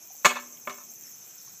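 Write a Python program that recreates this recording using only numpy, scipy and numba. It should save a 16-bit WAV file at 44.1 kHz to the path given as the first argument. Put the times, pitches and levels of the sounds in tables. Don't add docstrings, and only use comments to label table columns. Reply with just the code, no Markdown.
import sys
import numpy as np
from scipy import signal
from scipy.io import wavfile
from scipy.ndimage import uniform_filter1d
from numba import njit

SR = 44100
rng = np.random.default_rng(int(sys.argv[2]) if len(sys.argv) > 2 else 0)


def boost(x):
    u = np.asarray(x, float) / 20
    return 10 ** u


def waveform_to_disk(signal):
    frames = np.transpose(np.atleast_2d(signal))
    scaled = np.clip(frames, -1, 1) * 32767
    samples = np.round(scaled).astype(np.int16)
    wavfile.write(sys.argv[1], SR, samples)


N = 70560


@njit
def moving_band(x, hz, width):
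    y, band_state, low_state = np.empty(len(x)), 0., 0.
    for i in range(len(x)):
        w = 2 * np.pi * hz[i] / SR
        g = np.tan(w / 2)
        k = 2 * np.pi * width / SR / np.sin(w)
        v = (band_state + g * (x[i] - low_state)) / (1 + g * (g + k))
        band_state = 2 * v - band_state
        low_state = low_state + 2 * g * v
        y[i] = k * v
    return y


def band(x, hz, width, count=1):
    for _ in range(count):
        x = moving_band(x + 1e-18, hz + np.zeros(len(x)), float(width))
    return x


def noise_band(hz, width, count):
    return unit(band(rng.standard_normal(N), hz, width, count))


def unit(x):
    return x / np.sqrt(np.mean(x ** 2))


def unit_energy(x):
    return x / np.sqrt(np.sum(x ** 2))


def fade(t, t60):
    return np.exp(-np.log(1000) * t / t60)


def walk(rate):
    hold = int(SR / rate)
    steps = np.repeat(rng.standard_normal(N // hold + 1), hold)
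    smooth = uniform_filter1d(uniform_filter1d(steps, hold), hold)
    return unit(smooth[:N])


def add(out, x, s):
    i = int(s * SR)
    out[i:i + len(x)] += x[:len(out) - i]


# (frequency [Hz], level [dB], t60 [s])
BAMBOO_MODES = [(243.8, -17.5, 0.74), (396.9, -14.5, 0.23), (606.3, -2.5, 0.044), (739, -13, 0.32),
                (1058, -1, 0.074), (1194, -0.5, 0.066), (1284, 0, 0.059), (1407, -4, 0.049),
                (1732, -2, 0.056), (2180, 1, 0.046), (2277, -1.5, 0.043), (2552, -2.5, .04),
                (2878, -9, 0.06), (3308, -8, 0.04)]


def bamboo_ring(t, hollow_db):
    hz, db, t60 = np.array(BAMBOO_MODES).T[:, :, None]
    level_luck, pitch_luck = rng.standard_normal((2, len(hz), 1))
    level = boost(db + 2.5 * level_luck + hollow_db * (hz < 1100))
    pitch = hz * (1 + .015 * pitch_luck * (t60 < .15))
    return (level * fade(t, t60) * np.sin(2 * np.pi * pitch * t)).sum(axis=0) / 3


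# (frequency [Hz], width [Hz], level [dB])
CRACK_BANDS = [(1530, 2200, 7), (3600, 1100, 0.5), (6720, 1330, 3.5), (11900, 7000, -6)]


def cane_crack(t):
    hiss = rng.standard_normal(len(t))
    crack = sum(boost(db) * unit(band(hiss, hz, width, count=2)) for hz, width, db in CRACK_BANDS) / 3
    rise_s, t60_s = 0.0013, 0.049
    return crack * fade(t, t60_s) * (1 - np.exp(-t / rise_s))


# (time [s], level [dB], crack level [dB], hollow low modes [dB])
CONTACTS = [(.2465, -14, 0, 0.5), (.2485, -15, -2, 3), (0.2501, -6, -24, -0.5), (0.2547, -14.5, 7, -2),
            (.2605, -10.5, -11.5, 1.5), (.2665, -13, -13, 0), (.2725, -22.5, -12, 6),
            (.6735, -23, -22, 5.5), (.6768, -32.5, -31, 5.5), (.686, -52, -13, -3), (.696, -27.5, -7, 1),
            (.707, -33, -14, 3.5), (0.717, -41, -20, 8)]


def tube():
    out, t = np.zeros(N), np.arange(SR // 2) / SR
    thud_hz, thud_db, thud_t60_s, push_s = 212, -27.5, 0.022, .0004
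    thud = boost(thud_db) * fade(t, thud_t60_s) * np.sin(2 * np.pi * thud_hz * t)
    for s, level_db, crack_db, hollow_db in CONTACTS:
        knock = bamboo_ring(t, hollow_db) + boost(crack_db) * cane_crack(t) + thud
        add(out, boost(level_db) * knock * (1 - np.exp(-t / push_s)), s)
    return out


# (delay [s], level [dB], smear [s], top frequency [Hz])
ECHOES = [(0.0459, -19.5, 0.0022, 6600), (0.109, -26.5, 0.0011, 2240), (0.0589, -28, 0.0033, 2050),
          (0.131, -34, 0.0059, 2640)]
# (frequency [Hz], level [dB], t60 [s])
FOLIAGE = [(300, -13.5, 0.73), (1000, -28.5, .3), (2550, -13.5, 0.42), (6250, -14, 0.27), (12000, -7.5, .2)]


def surroundings(x):
    t = np.arange(SR // 2) / SR
    response = (t == 0) * 1.
    for delay, db, smear, top_hz in ECHOES:
        clump = band(rng.standard_normal(len(t)), top_hz / 2, top_hz)
        clump = clump * np.exp(-.5 * ((t - delay) / smear) ** 2)
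        response = response + boost(db) * unit_energy(clump)
    for hz, db, t60 in FOLIAGE:
        tail = band(rng.standard_normal(len(t)), hz, hz)
        tail = tail * fade(t, t60) * (1 - np.exp(-t / .004))
        bandwidth_gain = np.sqrt(hz / SR * np.pi)
        response = response + boost(db) * unit_energy(tail) * bandwidth_gain
    return signal.fftconvolve(x, response)[:N]


# (time [s], count [strokes])
STROKES = [(-.048, -1), (.041, 0), (.219, 2), (.483, 5), (.566, 6), (.823, 9), (1.075, 12), (1.161, 13),
           (1.336, 15), (1.417, 16), (1.673, 19)]


def belly_stretch():
    rise, hold, fall, lead = 0.413, 0.265, 0.162, 0.264
    stroke = (np.interp(np.arange(N) / SR, *np.array(STROKES).T) + lead) % 1
    stretch = np.interp(stroke, np.cumsum([0, rise, hold, fall]), [0, 1, 1, 0])
    return .5 - .5 * np.cos(np.pi * stretch)


def tymbal_clicks():
    rate_hz, phase, weak_db, scatter_db, jitter_s = 301, .1, -4, 3, .00006
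    k = np.arange(1, int(N / SR * rate_hz) - 1)
    time_luck, level_luck = rng.standard_normal((len(k), 2)).T
    times = (k - phase) / rate_hz + jitter_s * time_luck
    clicks = np.zeros(N)
    clicks[(times * SR).astype(int)] = boost(weak_db * (k % 2) + scatter_db * level_luck)
    return clicks


# (relaxed [Hz], stretched [Hz], width [Hz], relaxed level [dB], stretched level [dB])
CICADA_RESONANCES = [(6020, 7450, 450, -54.5, -57), (6190, 6450, 1400, -55.5, -56.5),
                     (11570, 14640, 940, -65.5, -54), (11550, 12000, 1400, -63, -62.5),
                     (15500, 13100, 2200, -66, -62)]


def cicada():
    stretch, clicks = belly_stretch(), tymbal_clicks()
    rattle_s = .0007
    rattle = signal.lfilter([1], [1, -np.exp(-1 / (rattle_s * SR))], clicks)
    out = 0
    for low_hz, high_hz, width, low_db, high_db in CICADA_RESONANCES:
        drive = unit(clicks) + unit(rattle * rng.standard_normal(N))
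        hz = low_hz + (high_hz - low_hz) * stretch
        level = boost(low_db + (high_db - low_db) * stretch)
        out = out + level * unit(band(drive, hz, width, count=2))
    return out


def cicada_in_leaves():
    t = np.arange(SR // 10) / SR
    tail = unit_energy(rng.standard_normal(len(t)) * fade(t, 0.17))
    song = cicada()
    song = song + boost(-0.5) * signal.fftconvolve(song, tail)[:N]
    out = 0
    for edges_hz in [(5150, 8250), (10600, 17000)]:
        out = out + signal.sosfilt(signal.cheby1(5, 1, edges_hz, "band", fs=SR, output="sos"), song)
    return out


# (frequency [Hz], width [Hz], level [dB], flicker [dB])
CHORUS_BANDS = [(5394, 540, -66, 4.5), (6180, 2000, -55.5, -1), (7530, 1100, -61.5, 3.5),
                (2450, 400, -71.5, 2), (12960, 4500, -59, 3), (9850, 3700, -73, 1.5)]


def chorus():
    out = 0
    for hz, width, db, flicker_db in CHORUS_BANDS:
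        out = out + boost(db + flicker_db * walk(37)) * noise_band(hz, width, count=4)
    return out


# (time [s], frequency [Hz], level [dB], fade length [cycles])
DRIPS = [(.104, 741, -45.5, 15), (.146, 780, -50, 12), (.158, 4700, -48, 30), (.573, 3020, -33, 4.8),
         (.576, 2180, -51, 22), (.652, 2450, -44, 15.4), (1.077, 1850, -50, 17), (1.243, 3830, -52.5, 17),
         (1.275, 2450, -56.5, 70), (1.416, 4570, -49, 31), (1.476, 1100, -47.5, 12.6)]


def stream():
    out, t = np.zeros(N), np.arange(SR // 12) / SR
    trickle_db, spread_db, glide, rise_s = -71.5, 2, .06, 0.00067
    trickle = []
    for when, pitch, loudness, length in rng.random((150, 4)):
        db = trickle_db - spread_db * np.log(1 - loudness)
        trickle.append((when * N / SR, 300 * 2 ** (3.5 * pitch), db, 5 + 14 * length))
    for s, hz, db, cycles in list(DRIPS) + trickle:
        age = hz * t / cycles
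        envelope = np.exp(-2.5 * age) * (1 - np.exp(-t / rise_s))
        tone = np.sin(2 * np.pi * hz * t * (1 + glide * age / 2))
        add(out, boost(db) * envelope * tone, s)
    return out


# (frequency [Hz], level per Hz [dB])
GARDEN_SPECTRUM = [(24, -59), (40, -6.5), (182, -2), (384, -7), (417, -7.5), (2470, -13.5), (4090, -14),
                   (5000, -8), (6500, -38), (11000, -120)]


def garden():
    out, (table_hz, table_db) = 0, np.array(GARDEN_SPECTRUM).T
    for hz in 45 * 2 ** np.arange(0, 7, .5):
        db = np.interp(np.log(hz), np.log(table_hz), table_db)
        db = db + 10 * np.log10(hz) + 2.5 * walk(9)
        out = out + boost(db) * noise_band(hz, hz / 2, count=2)
    return boost(-61) * (unit(out) + boost(-46) * noise_band(10000, 5000, count=1))


def scene():
    return (surroundings(tube()) + cicada_in_leaves() + chorus() + stream() + garden())[None]


def roll_off(x):
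    return signal.sosfilt(signal.butter(12, 16140, fs=SR, output="sos"), x)


def record(dry):
    x = signal.sosfilt(signal.butter(4, 116, "high", fs=SR, output="sos"), dry)
    x = signal.sosfilt(signal.ellip(14, .3, 75, 15250, fs=SR, output="sos"), x)
    return roll_off(x)


dry = scene()
out = record(dry)
waveform_to_disk(out)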